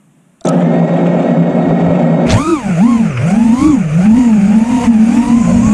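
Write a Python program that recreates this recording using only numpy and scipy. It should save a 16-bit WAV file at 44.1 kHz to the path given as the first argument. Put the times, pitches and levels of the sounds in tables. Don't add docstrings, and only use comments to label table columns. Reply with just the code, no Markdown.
import sys
import numpy as np
from scipy import signal
from scipy.io import wavfile
from scipy.ndimage import uniform_filter1d, minimum_filter1d

SR = 44100
rng = np.random.default_rng(int(sys.argv[2]) if len(sys.argv) > 2 else 0)


def voltage_ratio(decibels):
    exponent = np.asarray(decibels, float) / 20
    return 10 ** exponent


def store_wav(level_fs):
    pcm = np.round(np.clip(np.atleast_2d(level_fs), -1, 1) * 32767)
    wavfile.write(sys.argv[1], SR, pcm.T.astype(np.int16))


N = 253024
TIME = np.arange(N) / SR
GROUND, FLIGHT = slice(0, int(2.5 * SR)), slice(int(2.2 * SR), N)
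LIFT_S = 2.33

# (time [s], nearest shaft [Hz], second shaft [Hz], third shaft [Hz], hum level [dB])
PUNCH_SPEEDS = [
    (2.275, 48, 55, 48, -36),
    (2.328, 100, 185, 140, -18),
    (2.375, 254, 230, 190, -13),
    (2.44, 308, 305, 262, -20),
    (2.505, 319, 345, 299, -14),
    (2.56, 292, 299, 297, -17),
    (2.64, 206, 205, 232, -22),
    (2.7, 185, 185, 222, -11),
    (2.765, 150, 162, 196, -22),
]
# (time [s], shaft speed [Hz], hum level [dB])
NEAR_MOTOR = [(2.845, 235.7, -3), (2.915, 268.9, -20), (3.17, 121.6, -21), (3.34, 196, -14),
              (3.53, 234.3, -7), (3.678, 288.7, -13.5), (3.84, 156, -16), (3.94, 139.1, -36),
              (4.06, 195.8, -6), (4.218, 237, -14), (4.45, 187.6, -15), (4.62, 228.4, -3.5),
              (4.79, 236.5, -20), (5.07, 186, -17.5), (5.2, 228, -11.5), (5.5, 261.8, -26.5),
              (5.57, 235.3, -15), (5.67, 278, -21.5)]
# (time [s], second shaft [Hz], its hum [dB], third shaft [Hz], its hum [dB])
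FAR_MOTORS = [(2.9, 236.3, -6.5, 241.3, -30), (3.059, 215.1, -13.5, 171, -12.5),
              (3.19, 135.9, -32, 114.9, -17), (3.36, 224.1, -11, 177.3, -43),
              (3.57, 270.8, -15, 217.3, -37), (3.66, 317.8, -3.5, 265, -31),
              (3.9, 149.5, -16.5, 153.4, -31), (4.05, 200.8, -0.5, 216.7, -42), (4.2, 239.2, -9, 254, -6),
              (4.42, 202.1, -9, 182.6, -17), (4.7, 254.3, -11, 214.7, -17.5), (4.86, 238, -1.5, 249.1, -8),
              (5.0, 218.9, -3, 251.9, -43), (5.15, 243, -11.5, 286.5, -18.5), (5.35, 235.2, -4, 274.9, -20),
              (5.459, 232.1, -14.5, 171.3, -11), (5.61, 237.7, -10.5, 199.8, -13),
              (5.74, 209.3, -8, 163.6, -34)]


def motors():
    near_punch = [(s, near, db) for s, near, second, third, db in PUNCH_SPEEDS]
    far_punch = [(s, second, db + 5.0, third, db - 11.5) for s, near, second, third, db in PUNCH_SPEEDS]
    return curves(near_punch + NEAR_MOTOR) + curves(far_punch + FAR_MOTORS)


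BLADES, SWITCHINGS = 4, 42
# (level at hover [dB], shaft speed [dB per octave], speeding up [dB per octave/s],
# full airspeed [dB], lift-off [dB])
BLADE_LAW = (-24.5, 17, 0.66, -9.5, 5)
BITE_LAW = (1.5, -1, 0, -7, 5)
COIL_LAW = (-50.5, 1.5, -0.5, -12.5, 30.5)
# (multiple [1], level [dB], roughness [0-1])
NEAR_OVERTONES = [(2, -20.5, 0.24), (3, -18.5, 0), (5, -36, 0.8), (8, -25.5, 0.45), (12, -29.5, 0.2),
                  (16, -36, 0)]
# (multiple [1], level [dB], roughness [0-1])
FAR_OVERTONES = [(2, -31.5, 0.23), (3, -33, 0), (4, -34, 0.77), (8, -43.5, 0.98), (12, -46, 1),
                 (16, -60.5, 0.5)]
# (time [s], half width [s], level [dB])
HUM_LULLS = [(2.599, 0.019, -6), (2.752, 0.036, -4.5), (3.139, 0.055, -11), (3.581, 0.029, -10),
             (3.851, 0.059, -2.5), (4.029, 0.034, -9.5), (4.231, .025, -6.5), (4.66, 0.033, -11.5),
             (4.82, 0.034, -19.5), (5.09, 0.042, 1), (5.259, 0.033, -4.5)]


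def shafts(hz, hum_db, hz_2, hum_2_db, hz_3, hum_3_db):
    blade_db, bite_db, coil_law_db = levels(hz, BLADE_LAW, BITE_LAW, COIL_LAW)
    lull_db = sum(db * bump(s, half_s, half_s) for s, half_s, db in HUM_LULLS)
    hz, hz_2, hz_3 = (speed * (1 + 0.0111 * wander(16.74)) for speed in (hz, hz_2, hz_3))
    blade_tone = voltage_ratio(blade_db) * tone(BLADES * hz, rough=0.13)

    upper = np.zeros(N)
    for k, db, rough in NEAR_OVERTONES:
        level_db = 0.64 * blade_db + db + bite_db * (k > BLADES)
        upper += voltage_ratio(level_db) * tone(k * hz, rough, 10 * k + 40)
    for k, db, rough in FAR_OVERTONES:
        for speed, shake_db in ((hz_2, hum_2_db), (hz_3, hum_3_db)):
            upper += voltage_ratio(db + 0.47 * shake_db) * tone(k * speed, rough, 8 * k + 40)
    housing = voltage_ratio(7.5) * ring(upper, hz=1444, width=130) + voltage_ratio(4.0) * ring(upper, hz=2280, width=300)
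    out = blade_tone + upper + housing

    for speed, level_db, coil_db in (hz, hum_db, 0), (hz_2, hum_2_db, -1), (hz_3, hum_3_db, -3):
        out += voltage_ratio(level_db + lull_db) * tone(speed, rough=0.082, flutter_hz=26.9)
        passed = 1 / (1 + (SWITCHINGS * speed / 8800) ** 12)
        coil = tone(SWITCHINGS * speed, rough=0.15, flutter_hz=100)
        out += passed * voltage_ratio(coil_law_db + coil_db) * coil
    return out * gate(2.26, 9, 0.011, 1)


# (hover [dB], shaft speed [dB per octave], speeding up [dB per octave/s], airspeed [dB], lift-off [dB])
WIND_LAW = (-32.5, 15.5, 0.05, 13, 24)
BUZZ_LAW = (-40, -4.5, 0.66, 10.5, 4)
ROAR_LAW = (-34.5, 1, 0, 1.5, 11)
HISS_LAW = (-38, 14, 0.56, 0, 15)
WHISTLE_LAW = (-52, 19, -0.6, 19.5, 12)
# (frequency [Hz], level [dB per Hz])
WIND = [(15, -11.5), (30, -3.5), (70, 3.5), (110, 0.5), (200, 5), (350, -26), (600, -52.5)]
# (frequency [Hz], level [dB per Hz])
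BUZZ = [(200, -28), (380, -15.5), (550, 25.5), (800, 9.5), (1100, -6.5), (1400, -31), (1800, -70)]
# (frequency [Hz], level [dB per Hz])
ROAR = [(710, -16), (1200, 6.5), (1300, 6.5), (1630, 0), (2440, 6), (2750, 2), (3460, -16), (4200, -25),
        (5460, -21), (9240, -120)]
# (frequency [Hz], level [dB per Hz])
HISS = [(2000, -20.5), (3400, -5), (4150, -9), (4640, -4.5), (5250, -7.5), (6560, -0.5), (7070, -2.5),
        (9410, -6.5), (12000, -25), (13900, -27.5), (15000, -53)]


def air(hz):
    wind_db, buzz_db, roar_db, hiss_db, whistle_db = levels(
        hz, WIND_LAW, BUZZ_LAW, ROAR_LAW, HISS_LAW, WHISTLE_LAW)
    wind_db = wind_db + 1.8 * wander(4.4)
    buzz_db = buzz_db + 1.9 * wander(3.9)
    wind = voltage_ratio(wind_db + 1.5) * noise(WIND, patchy_db=1.5, flicker_db=1.2, size=2048)
    buzz = voltage_ratio(buzz_db) * noise(BUZZ, patchy_db=2.5, flicker_db=0.8)
    roar = voltage_ratio(roar_db) * noise(ROAR, patchy_db=0.0, flicker_db=2.0)
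    hiss = voltage_ratio(hiss_db) * noise(HISS, patchy_db=1.8, flicker_db=0.7)
    whistle = ring(noise(HISS, patchy_db=3.1, flicker_db=0.5), hz=7000, width=2000)
    whistle = voltage_ratio(whistle_db) * evened(ring(whistle, hz=7000, width=2000))
    snaps = (rng.random(N) < 500 / SR) * rng.standard_normal(N) * gate(2.265, 2.39, 0.05, 0.05)
    snaps = signal.sosfilt(signal.butter(6, 7000, fs=SR, output="sos"), snaps)
    crackle = voltage_ratio(-18) * ring(snaps, hz=3600, width=2700) + voltage_ratio(3) * ring(snaps, hz=1800, width=4600)
    gusts = voltage_ratio(0.45 * wander(9.3))
    bright = roar + hiss + whistle + crackle
    return (wind + buzz + gusts * bright) * gate(2.255, 9, 0.014, 1)


# (time [s], share of the fastest [0-1])
AIRSPEED = [
    (2.3, 0),
    (3.9, 0.4),
    (4.6, 0.42),
    (5.2, 0.13),
    (5.5, 0.99),
    (5.74, 0.94),
]


def levels(hz, *laws):
    octaves = np.log2(hz / 230)
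    push = np.clip(uniform_filter1d(np.gradient(octaves) * SR, size=1500), -8, 8)
    blast = bump(LIFT_S, rise_s=0.06, fall_s=0.08)
    airspeed = columns(AIRSPEED, 0.1)[0]
    return np.array(laws) @ [np.ones(N), np.maximum(octaves, -1), push, airspeed, blast]


IDLE_SHAFTS = [45.66, 46.08, 46.04, 43.53]
# (frequency [Hz], level [dB])
IDLE_TONES = [(1577, -55.5), (1868, -47), (1900, -45), (2169, -47.5), (2196, -48.5), (3639, -59),
              (3763, -56), (3790, -68), (4231, -66), (4549, -64), (4700, -68.5), (5173, -70), (5685, -82),
              (6110, -68.5), (6368, -68.5), (7278, -66)]
# (frequency [Hz], width [Hz], level [dB])
FRAME = [(169.7, 15.7, 2), (238, 11.9, -2), (263.8, 24, -4.5), (352.8, 10.8, -11.5), (407.3, 21, -12.5),
         (553.5, 92, -6.5), (615.2, 89.5, -5.5), (686.3, 140, -11), (762, 43, -24), (852, 48, -26.5),
         (938, 22, -39), (1300, 65, -23.5)]
# (frequency [Hz], level [dB per Hz])
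GRIT = [(530, -35), (900, 6), (1120, -27.5), (1330, -6.5), (1740, -5), (1890, -2.5), (2030, -24),
        (2220, -5), (2680, -11), (3760, -18.5), (4000, -27.5), (4570, -30.5), (7560, -25), (10500, -46.5),
        (13600, -72), (22000, -120)]


def idle():
    speed = 1 - 0.34 * np.exp(-np.maximum(TIME - 0.48, 0) / 0.085)
    start = gate(0.444, 9, 0.008, 1) ** 3
    lift = bump(LIFT_S + 0.023, 0.031, 0.05)
    breeze = bump(1.91, 0.15, 0.15)
    rattle_db = -11 + 10 * lift
    grit_db = -35.5 + 4 * np.exp(-TIME / 0.27) + 22 * lift
    wash_db = -55 + 9 * TIME + 7.7 * breeze + 30.5 * lift

    chatter = voltage_ratio(1.65 * rng.exponential(1, N).clip(0, 5))
    chatter = chatter * (rng.random(N) < 1500 / SR) * rng.choice([-1, 1], N)
    turn_knocks = np.zeros(N)
    for hz in IDLE_SHAFTS:
        shaft_hz = hz * speed * (1 + 0.0309 * wander(22.17))
        turn = np.floor(np.cumsum(shaft_hz) / SR + rng.random())
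        turn_knocks += np.diff(turn, prepend=0)
    knocks = chatter + voltage_ratio(4.0 + 2.5 * wander(22)) * turn_knocks
    rattle = sum(voltage_ratio(db) * evened(ring(ring(knocks, hz, 1.4 * w), hz, w)) for hz, w, db in FRAME)
    frame_band = signal.butter(4, [125, 5000], "band", fs=SR, output="sos")
    rattle = signal.sosfilt(frame_band, rattle * start)

    shaken = 1.7 + 0.17 * evened(signal.lfilter([1], [1, -0.994], abs(knocks)))
    grit = evened(shaken * noise(GRIT, patchy_db=1.5, flicker_db=2.0))
    wash_colour = [(15, -9.5), (40, -4.0), (90, -5.5), (120, 7), (170, -35)]  # (Hz, dB per Hz)
    wash = noise(wash_colour, patchy_db=0.0, flicker_db=-10.0, size=2048)

    trimmed = speed * (1 + 0.00109 * wander(7.2))
    tones = sum(voltage_ratio(db + 1.5) * tone(hz * trimmed, rough=0.3, flutter_hz=11, span=GROUND)
                for hz, db in IDLE_TONES)
    body = voltage_ratio(rattle_db) * evened(rattle) + start * (voltage_ratio(grit_db) * grit + voltage_ratio(wash_db) * wash)
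    return body * gate(0, 2.45, 0.1, 0.078) + tones * gate(0.436, 2.28, 0.094, 0.017)


# (time [s], peak level [dB], thump against the tick [dB])
TWITCHES = [
    (0.409, -30, 4),
    (0.441, -28, 0),
    (0.449, -30.5, -10),
    (0.454, -18, -10),
    (0.4618, -19, -5),
    (0.4708, -13, -10),
]
# (frequency [Hz], level [dB], t60 [s])
BELL = [(673, 9.5, 0.079), (2180, -12.5, 0.013), (3600, 13.5, 0.011), (4300, 3.5, 0.028), (4300, -4, 0.011),
        (6000, 19, 0.0083), (7500, 14, 0.013)]
# (time [s], grind level [dB], squeal [Hz], squeal level [dB])
CATCH = [
    (.45, -39, 1305, -25),
    (.458, -32, 1324, -28),
    (.47, -42, 1295, -31),
    (.475, -59, 1300, -29),
    (.49, -8, 1280, -16),
    (.51, -73, 1300, -16),
    (.525, -44, 1247, -29.5),
]


def twitches():
    out, t = np.zeros(N), np.arange(3000) / SR
    colour = rng.standard_normal((len(TWITCHES), len(BELL), 2))
    scrape = voltage_ratio(4.5 * wander(900))
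    for (s, peak_db, thump_db), chance in zip(TWITCHES, colour):
        for (hz, db, t60), (level_chance, pitch_chance) in zip(BELL, chance):
            low = hz < 1500
            rise = np.minimum(t / (0.007 if low else 0.001), 1) ** 2
            decay = voltage_ratio(db + 5.7 * level_chance + thump_db * low - 60 * t / t60)
            mode = decay * np.sin(2 * np.pi * hz * (1 + 0.076 * pitch_chance) * t)
            roughened = rise * mode * scrape[round(hz):][:len(t)]
            out[round(s * SR):][:len(t)] += voltage_ratio(peak_db - 14.5) * roughened
    grind_db, squeal_hz, squeal_db = columns(CATCH, 0.0065)
    grind = voltage_ratio(grind_db) * noise(HISS, patchy_db=2.5, flicker_db=2.5, size=256)
    squeal = voltage_ratio(squeal_db) * tone(squeal_hz, rough=0.18, span=GROUND)
    return out + (grind + squeal) * gate(0.4495, 0.65, 0.0022, 0.01)


# (frequency [Hz], level [dB per Hz])
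QUIET = [(24, -56), (40, -18), (112, -27), (141, 4.5), (178, 3), (484, -16), (641, -14), (847, -18),
         (2910, -26.5), (4750, -41.5), (7070, -27.5), (9130, -26.5), (10500, -33), (13600, -43),
         (22000, -120)]


def yard():
    return voltage_ratio(-50.5) * noise(QUIET, patchy_db=1.2, flicker_db=0.4, size=2048)


def evened(x):
    return x / np.sqrt(np.mean(x ** 2) + 1e-20)


def columns(rows, smooth_s=0.015):
    s, *values = np.transpose(rows)
    return [uniform_filter1d(np.interp(TIME, s, v), int(smooth_s * SR) + 1) for v in values]


def curves(rows):
    s, *values = np.transpose(rows)
    k = np.clip(np.searchsorted(s, TIME) - 1, 0, len(s) - 2)
    h = np.diff(s)[k]
    u, out = np.clip((TIME - s[k]) / h, 0, 1), []
    for v in values:
        d = np.diff(v) / np.diff(s)
        slope = np.pad(2 * np.maximum(d[:-1] * d[1:], 0) / (d[:-1] + d[1:] + 1e-9), 1)
        bend = (1 - u) * (slope[k] - d[k]) + u * (d[k] - slope[k + 1])
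        out.append(v[k] + h * u * (d[k] + (1 - u) * bend))
    return out


def gate(start_s, end_s, rise_s, fall_s):
    return np.clip((TIME - start_s) / rise_s, 0, 1) * np.clip((end_s - TIME) / fall_s, 0, 1)


def bump(s, rise_s, fall_s):
    return np.exp(-((TIME - s) / np.where(TIME < s, rise_s, fall_s)) ** 2)


def wander(hz):
    slow = signal.lfilter(*signal.butter(2, 32 * hz / SR), rng.standard_normal(N // 16 + 2))
    return np.interp(np.arange(N) / 16, np.arange(len(slow)), evened(slow))


def tone(hz, rough, flutter_hz=60, span=FLIGHT):
    share, out = np.clip(rough, 0, 1), np.zeros(N)
    turn = 2 * np.pi * (np.cumsum(hz[span]) / SR + rng.random())
    along = np.sqrt(2 - 2 * share) + np.sqrt(share) * wander(flutter_hz)[span]
    across = np.sqrt(share) * wander(flutter_hz)[span]
    out[span] = along * np.cos(turn) + across * np.sin(turn)
    return out


def noise(spectrum, patchy_db, flicker_db, size=512):
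    hz, frames = np.fft.rfftfreq(size, 1 / SR), 4 * N // size + 8
    a, b, patches = rng.standard_normal((frames, len(hz), 3)).T
    patches = uniform_filter1d(patches, size=6, axis=0)
    patches = evened(uniform_filter1d(patches, size=16, axis=1))
    flicker = evened(uniform_filter1d(rng.standard_normal(frames), size=4))
    f, db = np.transpose(spectrum)
    colour_db = np.interp(np.log(hz + 1), np.log(f), db, -90, -90)[:, None]
    z = (a + 1j * b) * voltage_ratio(colour_db + patchy_db * patches + flicker_db * flicker)
    return evened(signal.istft(z, nperseg=size, noverlap=3 * size // 4)[1][:N])


def ring(x, hz, width):
    return signal.lfilter(*signal.iirpeak(hz, hz / width, SR), x)


def scene():
    spin = motors()
    mean_hz = np.mean(spin[::2], axis=0)
    flying = shafts(*spin) + air(mean_hz)
    return (voltage_ratio(11.5) * flying + voltage_ratio(9.5) * idle() + twitches() + yard())[None]


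def top_cut(x):
    return signal.sosfilt(signal.butter(12, 15130, fs=SR, output="sos"), x)


def record(dry):
    knee_db, duck, recover_db_per_s = -14, 0.6, 45
    power_db = 10 * np.log10(abs(uniform_filter1d(dry[0] ** 2, size=700)) + 1e-12)
    fall = TIME * recover_db_per_s
    held_db = np.maximum.accumulate(power_db + fall) - fall
    over_db = np.maximum(held_db - knee_db, 0)
    dry = dry * voltage_ratio(-duck * uniform_filter1d(over_db, size=400))
    room = np.minimum(0.975 / (abs(dry) + 1e-9), 1)
    gain = uniform_filter1d(minimum_filter1d(room, size=161), size=161)
    mix = dry * gain * gate(-1, N / SR, 1, 0.004)
    return top_cut(mix)


dry = scene()
out = record(dry)
store_wav(out)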